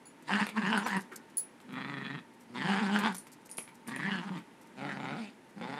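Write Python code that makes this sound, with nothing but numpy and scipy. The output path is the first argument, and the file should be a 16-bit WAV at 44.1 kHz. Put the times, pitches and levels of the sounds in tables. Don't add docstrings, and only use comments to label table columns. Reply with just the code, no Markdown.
import sys
import numpy as np
from scipy import signal
from scipy.fft import rfft, irfft, next_fast_len
from scipy.io import wavfile
from scipy.ndimage import uniform_filter1d, map_coordinates

SR = 44100
rng = np.random.default_rng(int(sys.argv[2]) if len(sys.argv) > 2 else 0)


def convert_level_to_amplitude(level_db):
    exponent = np.asarray(level_db, float) / 20
    return 10 ** exponent


def to_wav(s):
    ch = np.atleast_2d(s).T
    pcm = np.round(np.clip(ch, -1, 1) * 32767)
    wavfile.write(sys.argv[1], SR, pcm.astype(np.int16))


N = 255339

# frequency in Hz, relative level in dB.
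SCRAPE_COLOUR = [(2500, -22), (4500, -5.5), (9000, -2), (13000, -7), (15000, -15), (15900, -70)]


def unit(x):
    return x / np.sqrt(np.mean(x ** 2) + 1e-20)


def along(points, hz):
    f, v = np.transpose(points)
    return np.interp(np.log(hz + 1), np.log(f + 1), v)


def filtered(x, response):
    m = next_fast_len(len(x) + 8192)
    return irfft(rfft(x, m) * response(np.fft.rfftfreq(m, 1 / SR)), m)[:len(x)]


def resonances(modes, sign=-1):
    def response(f):
        total = 0
        for k, (centre, width, db) in enumerate(modes):
            damping = 1j * f * width
            total = total + sign ** k * convert_level_to_amplitude(db) * damping / (centre * centre - f * f + damping)
        return total
    return response


def moving(x, response, size=512):
    starts = np.arange(0, len(x) + size, size // 2)
    padded = np.pad(x, (size // 2, 2 * size))
    frames = padded[starts[:, None] + np.arange(size)] * signal.get_window("hann", size)
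    hz = np.fft.rfftfreq(4 * size, 1 / SR)
    shapes = response(hz, np.minimum(starts, len(x) - 1)[:, None])
    out = irfft(rfft(frames, 4 * size) * shapes)
    at = starts[:, None] + np.arange(4 * size)
    return np.bincount(at.ravel(), out.ravel())[size // 2:][:len(x)]


def coloured(size, spectrum):
    return unit(filtered(rng.standard_normal(size), lambda hz: convert_level_to_amplitude(along(spectrum, hz))))


def wobble(size, rate):
    knots = rng.standard_normal(int(size * 4 * rate / SR) + 9)
    return map_coordinates(knots, [np.arange(size) * rate / SR])


def impulses(size, at, sizes):
    taps = np.floor(at)[:, None] + np.arange(-7, 9)
    offset = taps - at[:, None]
    shape = np.sinc(offset) * np.cos(np.pi * offset / 18) ** 2
    where = np.clip(taps, 0, size - 1).astype(int)
    return np.bincount(where.ravel(), (shape * sizes[:, None]).ravel(), size)


def steady(x, span):
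    return x / np.sqrt(np.abs(uniform_filter1d(x ** 2, round(span * SR))) + 1e-12)


def dog():
    # time in seconds, fold rate in Hz, chest level in dB.
    growls = [
        [(.284, 151.9, -53), (.318, 194.7, -40), (.34, 218.7, -29.5), (.39, 202, -37), (.428, 208.3, -32),
         (.464, 187, -48.5)],
        [(.566, 218.8, -38.5), (.585, 225, -31), (.632, 189.7, -33.5), (.69, 202.1, -29), (.76, 222.8, -31.5),
         (.82, 191.3, -39.5), (.856, 234.3, -42.5), (.9, 189.5, -38), (.94, 216, -40.5), (.974, 195, -32),
         (.995, 179.2, -51)],
        [(1.69, 125.4, -50), (1.738, 127.4, -45.5), (1.83, 131.2, -45), (1.88, 139.2, -45),
         (1.94, 142.6, -46.5), (1.98, 135.7, -43.5), (2.09, 137.6, -45.5), (2.148, 144.4, -42.5),
         (2.202, 114.4, -53.5)],
        [(2.5, 116.1, -52.5), (2.56, 122.9, -46.5), (2.602, 125.2, -40), (2.63, 148.8, -45),
         (2.664, 189.6, -30), (2.72, 197.9, -33.5), (2.76, 194.4, -36), (2.806, 220.5, -30),
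         (2.874, 189.6, -34), (2.956, 213.5, -30), (3.006, 193.1, -37), (3.058, 222.6, -32.5),
         (3.124, 184.8, -41)],
        [(3.884, 114.2, -44), (3.94, 136.4, -45.5), (3.98, 133.3, -44), (4.028, 152.2, -45.5),
         (4.06, 203.1, -33), (4.134, 194.5, -32.5), (4.182, 178.8, -36), (4.222, 173.8, -47.5),
         (4.256, 199.4, -40), (4.29, 196.7, -37), (4.318, 186.8, -43.5), (4.382, 153.9, -41)],
        [(4.776, 128, -50), (4.814, 137.5, -44), (4.866, 149.3, -42.5), (4.91, 137.9, -47), (5.0, 135.9, -45),
         (5.05, 126, -45), (5.12, 142, -44), (5.148, 156.5, -40), (5.184, 237.7, -45.5), (5.242, 212.8, -43.5),
         (5.3, 195.6, -70)],
        [(5.574, 104.1, -50.5), (5.59, 105.1, -57), (5.612, 113.4, -43), (5.658, 123.6, -45.5),
         (5.718, 141, -48), (5.79, 145, -50)],
    ]
    # time in seconds, rasp level in dB,
    # low resonance in Hz, share of the middle band in dB, share of the high band in dB.
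    rasps = [
        [(0.284, -43.5, 950, -2, -6.5), (0.294, -35, 940, -2.5, -5.5), (0.332, -30, 930, -4, -4.5),
         (0.384, -34.5, 980, -3.5, -6), (0.414, -29.5, 1000, -1, -1.5), (0.438, -37, 1000, -7, -8),
         (0.458, -45, 990, -22, -15), (0.464, -46, 1010, -2, 2)],
        [(0.566, -35.5, 1080, -17, -24), (0.58, -34.5, 1080, -4.5, -11), (0.602, -40.5, 1050, -7, -17),
         (0.628, -38.5, 940, 0.5, -8), (0.672, -34, 1090, 0, -7), (0.71, -35.5, 950, -2.5, -9),
         (0.744, -28, 885, -1.5, -6.5), (0.81, -36.5, 940, -3.5, -14), (0.84, -44.5, 970, -23, -18),
         (0.87, -32, 1000, -10, -18), (0.896, -39, 1010, 0, -9.5), (0.956, -32.5, 1010, -3.5, -9),
         (0.995, -41, 1023, -3.5, -14.5)],
        [(1.7, -56, 1000, -16, -11), (1.776, -41, 1060, -3, -7.5), (1.836, -45, 1060, -4, -5.5),
         (1.85, -43.5, 1060, -6.5, -9), (2.026, -44, 1090, -1, -8.5), (2.034, -46, 1070, -7, -4),
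         (2.066, -41.5, 1010, -2, -5), (2.074, -47, 1008, 2, -0.5), (2.108, -40.5, 1000, 0, -9),
         (2.122, -50, 1030, 2, 0), (2.146, -43, 1060, -4.5, -12.5), (2.2, -53, 967, -5, 0)],
        [(2.535, -70, 1010, -16, -24), (2.553, -41, 1010, -15, 0), (2.593, -40.5, 1010, -0.5, 1),
         (2.701, -33, 820, -2.5, -8.5), (2.779, -33.5, 885, -5, -8), (2.817, -37, 874, -11, -28),
         (2.917, -39, 880, -2.5, -7.5), (2.959, -31.5, 889.5, 0, -1), (3.011, -38, 949, -9, -18),
         (3.061, -28.5, 986, -4.5, -5.5), (3.124, -47.5, 920, -2, -15)],
        [(3.88, -47, 986, -9, -25), (3.954, -41, 1040, -3, -6), (3.982, -50, 1010, -1, -8),
         (3.99, -39.5, 1020, -4, -2), (4.066, -36.5, 950, 1.5, 0), (4.144, -37.5, 1000, -1.5, 2),
         (4.224, -46.5, 870, -7, -9), (4.28, -49, 940, -16, -17), (4.298, -41, 923, -16, -21),
         (4.304, -56, 910, -10, -12), (4.33, -48.5, 900, -10, -5), (4.37, -46.5, 980, -7, -9),
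         (4.39, -45, 1030, -7, -8.5)],
        [(4.78, -51.5, 765, -9, -12), (4.822, -42, 774, -7.5, -12.5), (4.91, -40.5, 836, -7.5, -7),
         (4.936, -43.5, 840, -6, -14), (4.954, -47, 825, -14, -14), (5.02, -42.5, 790, -9, -11),
         (5.03, -47, 834, -10, -15), (5.058, -38, 870, -7, -11), (5.078, -44.5, 910, -7, -10),
         (5.088, -40, 820, -8.5, -8.5), (5.184, -46.5, 765, -7, -14), (5.258, -52, 840, -15, -6),
         (5.3, -59, 848, -7, 1)],
        [(5.59, -55, 830, -11, -23), (5.612, -48, 820, -7, -15), (5.628, -41.5, 840, -11, -11),
         (5.668, -44, 840, -10, -14), (5.68, -44, 820, -9, -16.5), (5.79, -42, 840, -8.5, -13.5)],
    ]
    # roughness from 0 to 1, flutter rate in Hz, time of a flutter trough
    # in seconds, flutter depth in dB when the folds are fully slack.
    roughs = [(.85, 24, .3, 2.5), (.85, 24, .6, 2.5), (.45, 23.8, 1.875, 2.6), (.65, 25, 2.6, 2),
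              (.8, 25, 3.94, 2.6), (.5, 27, 4.95, 1.2), (.4, 25.6, 5.68, 1)]
    breath_levels = [-52.5, -52.5, -68.5, -52.5, -61, -60, -61]
    # usual low, middle and high levels in dB, top of the voice in Hz.
    jaws = [((-0.67, 0, -2), 2700), ((-0.21, 0, -4), 2500), ((-11.5, 0, -7.5), 2690), ((0, -1.5, -11),
            3090), ((1, 0, -9.5), 3200), ((0, -3.1, -3.5), 2980), ((0, -10, -10.5), 2980)]
    # low, middle and high in Hz.
    jaw_widths = [(200, 260, 380), (180, 200, 340), (450, 115, 300), (190, 190, 320), (220, 180, 320),
                  (170, 140, 300), (170, 150, 300)]
    # centre in Hz, width in Hz, usual level in dB.
    throats = [
        [(1210, 160, -19), (5050, 370, 2)],
        [(1160, 130, -17.5), (5150, 430, 6.5)],
        [(1300, 180, -11), (3400, 166, 4.5), (3930, 190, 5)],
        [(1230, 48, -14), (4380, 84, -11), (4700, 390, -15)],
        [(1190, 84, -9), (4150, 96, -6), (4650, 330, -15)],
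        [(606, 120, -11.5), (2950, 45, -4), (3620, 330, -1), (4380, 400, -11)],
        [(524, 38, 1.5), (3530, 83, 2), (4580, 940, -1)],
    ]
    out = np.zeros(N + SR)
    for shape in zip(growls, rasps, roughs, breath_levels, jaws, jaw_widths, throats):
        voice, start = bout(*shape)
        out[round(start * SR):][:len(voice)] += voice
    return out[:N]


def bout(folds, rasp, rough, mean_breath_db, jaw, widths, still):
    s, *fold_tracks = np.transpose(folds)
    t = np.arange(s[0] - .07, s[-1] + .1, 1 / SR)
    n = len(t)
    pitch, chest_db = (np.interp(t, s, track) for track in fold_tracks)
    rasp_s, *rasp_tracks = np.transpose(rasp)
    throat_db, low_hz, middle_db, high_db = (np.interp(t, rasp_s, track) for track in rasp_tracks)
    breath_db = mean_breath_db + .45 * (throat_db - np.median(throat_db)) + 1.5 * wobble(n, 21.1)

    even, slaps = fold_slaps(t, pitch, rough)
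    puffs = unit(np.abs(filtered(slaps, lambda f: 1 / (1 + 1j * f / 90) ** 2)))
    modes = mouth_modes(t, low_hz, middle_db, high_db, rough[0], jaw[0], widths, still)
    hollow = min(hz for hz, width, db in still) > 960
    throat = throat_rasp(slaps, puffs, modes, rough[0], jaw[1], hollow)

    before, after = np.maximum(s[0] - t, 0), np.maximum(t - s[-1], 0)

    def ends_db(rise_s, fall_s):
        return -30 * (before / rise_s + after / fall_s)

    mix = convert_level_to_amplitude(throat_db + ends_db(.026, .013)) * throat
    mix = mix - convert_level_to_amplitude(caught(t, chest_db) + ends_db(.059, .059)) * chest_boom(even)
    mix = mix + convert_level_to_amplitude(breath_db + ends_db(.045, .1)) * breath_hiss(puffs)
    edge = np.clip(np.minimum(t - t[0], t[-1] - t) / .012, 0, 1)
    return edge * mix, t[0]


def fold_slaps(t, pitch, rough):
    # time in seconds, dB over the usual slap.
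    cracks = [(0.294, 2.5), (.308, 4), (.336, 6.5), (0.411, -0.5), (.618, 6), (.739, 0), (1.884, 4),
              (2.9515, 3), (2.9613, 6), (3.0378, 6), (3.0593, 5.5), (3.072, 5), (3.993, 2), (4.032, 4.5),
              (4.289, -3), (4.809, 2), (5.042, 4), (5.612, 8)]
    roughness, flutter_hz, trough, flutter_db = rough
    n = len(t)
    slack = np.clip((175 - pitch) / 30, .25, 1)
    flutter = -slack * np.cos(2 * np.pi * flutter_hz * (t - trough) + .3 * wobble(n, 8))
    calm = 1 - .4 * slack
    rate = pitch * (1 + .025 * flutter + .04 * roughness * calm * wobble(n, 40))
    cycles = np.cumsum(rate) / SR
    at = np.interp(np.arange(1, cycles[-1]), cycles, np.arange(n))
    k = at.astype(int)
    period = SR / pitch[k]
    chance = np.clip(rng.standard_normal((len(at), 6)), -2, 2)

    even_at = at + (.035 + .025 * slack[k]) * chance[:, 3] * period
    even = impulses(n, even_at, convert_level_to_amplitude(flutter_db * flutter[k] + 2.0 * chance[:, 0]))

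    scatter_db = .8 + 2.2 * roughness
    size = convert_level_to_amplitude(flutter_db * flutter[k] + scatter_db * chance[:, 1])
    uneven = at + .05 * roughness * calm[k] * chance[:, 2] * period
    for moment, db in cracks:
        if t[0] < moment < t[-1]:
            position = (moment - t[0]) * SR
            nearest = np.argmin(np.abs(at - position))
            uneven[nearest], size[nearest] = position, convert_level_to_amplitude(db)
    slaps = impulses(n, uneven, size)

    rebounds = chance[:, 4] > np.quantile(chance[:, 4], 1 - .22 * roughness)
    slaps = slaps + impulses(n, at + .45 * period, rebounds * size * convert_level_to_amplitude(-3))

    tint = convert_level_to_amplitude(3 * chance[:, 5])
    brighter = impulses(n, uneven, size * (tint - 1))
    return even, slaps + filtered(brighter, lambda f: (1j * f / 900 / (1 + 1j * f / 900)) ** 2)


def mouth_modes(t, low_hz, middle_db, high_db, roughness, levels, widths, still):
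    # time in seconds, middle resonance in Hz, high one in Hz.
    mouth = [(.27, 1810, 2950), (.45, 1690, 2690), (.56, 1680, 2740), (.65, 1780, 2700), (.74, 1600, 2950),
             (.8, 1450, 2930), (.86, 1510, 2850), (.93, 1880, 2760), (1.02, 1652, 2760), (1.68, 1770, 2330),
             (1.76, 1915, 2350), (2.2, 1860, 2580), (2.54, 2180, 3730), (2.59, 2060, 3440),
             (2.64, 1700, 2950), (2.71, 1670, 2940), (2.85, 1450, 3240), (2.96, 1570, 2950),
             (3.06, 1550, 3400), (3.16, 1580, 3400), (3.87, 1758, 3160), (4.0, 1880, 3400),
             (4.1, 1790, 2770), (4.2, 1660, 2950), (4.29, 1300, 2950), (4.33, 1890, 3200),
             (4.37, 2010, 3300), (4.42, 2454, 3300), (4.78, 1390, 2380), (4.86, 1350, 1980),
             (4.95, 1430, 1580), (5.0, 1260, 2040), (5.2, 1360, 2270), (5.3, 1300, 2900),
             (5.58, 1400, 2300), (5.79, 1500, 1730)]
    wander, flicker_db, chews_per_s = .045, 5, 30
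    n = len(t)
    when, *tracks = np.transpose(mouth)
    middle_hz, high_hz = (np.interp(t, when, hz) for hz in tracks)
    middle_db, high_db = (1.58 * np.clip(db - np.median(db), -9, 7) for db in (middle_db, high_db))
    levels = [levels[0], levels[1] + middle_db, levels[2] + high_db]
    modes = [*zip([low_hz, middle_hz, high_hz], widths, levels)]
    modes += [(hz, width, db + high_db * (hz > 1700)) for hz, width, db in still]
    wavering = []
    for hz, width, db in modes:
        centre = np.broadcast_to(hz, n) * (1 + roughness * wander * wobble(n, chews_per_s))
        wavering.append((centre, width, db + roughness * flicker_db * wobble(n, chews_per_s)))
    return wavering


def throat_rasp(slaps, puffs, modes, roughness, top_hz, hollow):
    snap, nose = (1700, 4800, -13), (380, 270, -16)
    share = .06 + .07 * roughness
    noise = unit((puffs + 2.1) * rng.standard_normal(len(slaps)))
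    source = np.sqrt(1 - share) * unit(slaps) + np.sqrt(share) * noise
    source = filtered(source, lambda f: (1 - (f / top_hz) ** 2 + 1.3j * f / top_hz) ** -3)
    if hollow:
        source = filtered(source, lambda f: 1 - .6 * resonances([(610, 260, 0)])(f))

    def tract(f, i):
        now = [(hz[i], width, db[i]) for hz, width, db in modes]
        return resonances([snap, nose] + now, sign=1)(f)

    return steady(moving(source, tract), span=.049)


def caught(t, chest_db):
    # time in seconds, chest level change in dB, below 0 a catch and above 0 a surge.
    catches = [(0.4, -27), (0.412, 7), (0.621, -21), (0.66, -18), (0.69, -8), (0.729, -7), (0.803, -7),
               (0.9, -13), (1.649, 16), (2.675, -15), (2.799, -18), (4.066, -8.5), (4.101, -30),
               (4.138, -8), (4.169, -11), (4.24, -15), (4.293, -28), (4.306, 11.5), (5.575, 7)]
    for moment, db in catches:
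        half_s = .011 if db > 0 else .01
        chest_db = chest_db + db * np.exp(-((t - moment) / half_s) ** 2)
    return chest_db


def chest_boom(even):
    # centre in Hz, width in Hz, level in dB.
    cavities = [(195, 98, 0), (213, 93, 0)]
    boomed = filtered(even, lambda f: resonances(cavities[:1])(f) * resonances(cavities[1:])(f))
    return steady(boomed, span=.048)


def breath_hiss(puffs):
    # frequency in Hz, relative density in dB per Hz.
    hiss_colour = [(2060, -13), (3500, -3), (4860, -4), (5800, -14.5), (7000, -10.5), (9460, -14),
                   (12500, -32), (14100, -40), (15800, -52)]
    drift = wobble(len(puffs), 29.64)
    hiss = unit((puffs + .5) * coloured(len(puffs), hiss_colour))

    def tint(f, i):
        return convert_level_to_amplitude(3 * np.sin(f / 700 + 3 * drift[i]) + 3 * np.sin(f / 310 - 5 * drift[i]))

    return unit(moving(hiss, tint))


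def squeaks():
    # time in seconds, half length in seconds, frequency in Hz, peak level in dB.
    whistles = [(.851, .013, 5850, -49), (.862, .02, 7190, -54), (.675, .008, 6700, -53)]
    t = np.arange(N) / SR
    out = np.zeros(N)
    for s, half, hz, db in whistles:
        tone = np.sin(2 * np.pi * hz * t + 1.4 * wobble(N, 150))
        out += convert_level_to_amplitude(db) * np.exp(-((t - s) / half) ** 2) * tone
    return out


def struck(hits, modes, trim_db, rattle, damped, crack_db):
    out, t = np.zeros(N + SR), np.arange(SR // 3) / SR
    for s, db, *tilt_db in hits:
        ring = 0
        for hz, level, t60 in modes:
            partial_db = level + sum(tilt_db) * np.log2(hz / 10000) + rng.normal(0, 2.3)
            phase = 2 * np.pi * hz * t + rattle * wobble(len(t), 210)
            ring = ring + convert_level_to_amplitude(partial_db - 60 * t / t60) * np.sin(phase)
        ring = ring * (1 + damped * convert_level_to_amplitude(-60 * t / .0091))
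        decay = convert_level_to_amplitude(-60 * t / .0047) + .06 * convert_level_to_amplitude(-60 * t / .22)
        crack = convert_level_to_amplitude(crack_db) * decay * coloured(len(t), SCRAPE_COLOUR)
        onset = 1 - np.exp(-t / .0011)
        out[round(s * SR):][:len(t)] += convert_level_to_amplitude(db + trim_db) * (ring + crack) * onset
    return out[:N]


def thin_tag():
    # time in seconds, relative level in dB, tilt in dB per octave about 10 kHz.
    hits = [(0.055, -47.5, -13.5), (0.066, -51, -5), (1.37, -25, 3), (1.3802, -23, 2)]
    # partial in Hz, relative level in dB, t60 in seconds.
    partials = [(4300, -24, .05), (4540, -25, .08), (4610, -24, .12), (7000, -11, .13), (7620, -24, .04),
                (10130, -5, .1), (10190, 2, .15), (9300, -24, .12), (12920, -13, .09), (15470, -11, .1),
                (15720, -15, .09)]
    return struck(hits, partials, trim_db=-6.5, rattle=.5, damped=.25, crack_db=0)


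def ring_tag():
    # time in seconds, relative level in dB, tilt in dB per octave about 10 kHz.
    hits = [(0.4658, -42, 0), (0.7756, -35.5, -2), (0.9672, -36.5, -13), (3.125, -49, 15), (3.1453, -44, 0),
            (3.1662, -34, 20), (3.1822, -34.5, -8), (3.4974, -45, -20), (3.5134, -35.5, -25),
            (3.5703, -35, -17), (3.58, -29.5, 33), (3.599, -44, 20), (3.6242, -43.5, -17),
            (3.8751, -37.5, 0), (3.9604, -39.5, 0)]
    # partial in Hz, relative level in dB, t60 in seconds.
    partials = [(9330, 1.5, 0.15), (9190, 4, 0.018), (10780, -3, 0.23), (11200, -3, 0.055)]
    return struck(hits, partials, trim_db=-14.5, rattle=2.2, damped=4.6, crack_db=17.5)


def toy():
    # time in seconds, relative level in dB.
    hits = [(1.1177, -48.5), (1.1235, -45), (1.198, -55), (3.679, -68)]
    # partial in Hz, relative level in dB, t60 in seconds.
    partials = [(324, 7.5, 0.026), (1104, 3.5, 0.037), (1458, 4, 0.062), (1810, 4, 0.04), (2200, -1, 0.043)]
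    return struck(hits, partials, trim_db=-3, rattle=1, damped=.33, crack_db=-14)


def claws():
    # time in seconds, relative claw level in dB, relative knock level in dB, scrape t60 in seconds.
    contacts = [(0.225, -39.5, -64, 0.048), (0.468, -31, -44.5, 0.028), (0.49, -27.5, -42.5, 0.048),
                (0.8636, -24.5, -34, 0.12), (1.009, -26.5, -62, 0.044), (1.1159, -43, -49.5, 0.12),
                (1.1591, -24, -79, 0.045), (1.3003, -41, -70, 0.042), (1.6021, -39.5, -55, 0.064),
                (1.723, -41.5, -61, 0.074), (2.3376, -44, -73, 0.044), (2.3955, -44, -68, 0.12),
                (2.9888, -18, -38, 0.058), (3.1463, -22.5, -45.5, 0.054), (3.2693, -34, -56, 0.049),
                (3.318, -30.5, -73, 0.06), (3.411, -44, -71, 0.055), (3.453, -35.5, -62, 0.071),
                (3.493, -32.5, -56, 0.061), (3.584, -35, -44.5, 0.023), (3.6775, -42, -47, 0.088),
                (3.743, -42, -81, 0.091), (3.87, -33.5, -51, 0.1), (3.9632, -42, -39, 0.079),
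                (4.369, -45, -46.5, 0.12), (4.6143, -37.5, -71, 0.053), (4.661, -47, -83, 0.084),
                (5.4925, -43.5, -74, 0.062)]
    # centre in Hz, width in Hz, relative level in dB.
    tile = [(487, 1900, 0), (1450, 760, 4), (2300, 420, 3), (3980, 2300, -7.5)]
    scrape, knock, t = np.zeros(N + SR), np.zeros(N + SR), np.arange(SR // 4) / SR
    for s, db, knock_db, t60 in contacts:
        stutter_db = 4 * wobble(len(t), 254)
        drag = (1 - np.exp(-t / .01)) * convert_level_to_amplitude(-60 * t / max(t60, .005) + stutter_db)
        tick = .059 / max(t60, .03) * convert_level_to_amplitude(-60 * t / .004)
        tick_noise, drag_noise, knock_noise = rng.standard_normal((3, len(t)))
        start = round(s * SR)
        scrape[start:][:len(t)] += convert_level_to_amplitude(db) * (.3 * tick * tick_noise + .5 * drag * drag_noise)
        knock[start:][:len(t)] += convert_level_to_amplitude(knock_db + 13.5) * (2.4 * tick + .5 * drag) * knock_noise
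    scrape = filtered(scrape, lambda hz: convert_level_to_amplitude(along(SCRAPE_COLOUR, hz)))
    return (scrape + filtered(knock, resonances(tile)))[:N]


def room(x, size=8192):
    # frequency in Hz, t60 in seconds.
    decay = [(200, 0.23), (2000, 0.24), (10000, 0.023)]
    out = np.zeros(N + SR)
    for start in range(-size // 2, N, size // 2):
        hz, t, z = signal.stft(rng.standard_normal(SR // 3), SR, nperseg=256)
        fading = z * convert_level_to_amplitude(-60 * t / along(decay, hz)[:, None])
        tail = signal.istft(fading, SR, nperseg=256)[1]
        piece = np.pad(x, size)[start + size:][:size] * signal.get_window("hann", size)
        wet = signal.fftconvolve(piece, tail / np.linalg.norm(tail))[max(-start, 0):]
        out[max(start, 0) + 130:][:len(wet)] += wet
    return out[:N]


def hum():
    # frequency in Hz, relative density in dB per Hz.
    hum_colour = [(53, -19), (90, -15.5), (259, -3), (616, -13.5), (716, -16), (909, -9.5), (1100, -16.5),
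                  (1230, -16.5), (1630, -17), (1850, -16), (4700, -30.5), (8060, -33.5), (10400, -32.5),
                  (15800, -52)]
    # centre in Hz, width of each of two passes in Hz, rms level in dB.
    drones = [(240.1, 8.3, -67.5), (906.5, 33, -70)]
    out = convert_level_to_amplitude(-58 + .77 * wobble(N, 1.66)) * coloured(N, hum_colour)
    for hz, width, db in drones:
        band = resonances([(hz, width, 0)])
        out = out + convert_level_to_amplitude(db) * unit(filtered(rng.standard_normal(N), lambda f: band(f) ** 2))
    return out


def scene():
    hard = thin_tag() + ring_tag() + claws() + toy()
    voice = dog() + squeaks()
    wet = room(convert_level_to_amplitude(-13) * voice + convert_level_to_amplitude(-7) * hard)
    return (voice + hard + wet + hum())[None]


def band_limit(x):
    return signal.sosfilt(signal.butter(12, 15900, fs=SR, output="sos"), x)


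def record(dry):
    x = filtered(dry[0], lambda f: (1 - (115 / (f + 1)) ** 2 - 1.1j * 115 / (f + 1)) ** -2)
    loudness = np.sqrt(np.abs(uniform_filter1d(x ** 2, 1500)))
    rumble = coloured(N, [(10, -1), (40, 6), (90, 4), (200, -31)])
    x = x + (convert_level_to_amplitude(-90) + convert_level_to_amplitude(-46.5) * loudness) * rumble
    return band_limit(x[None])


dry = scene()
out = record(dry)
to_wav(out)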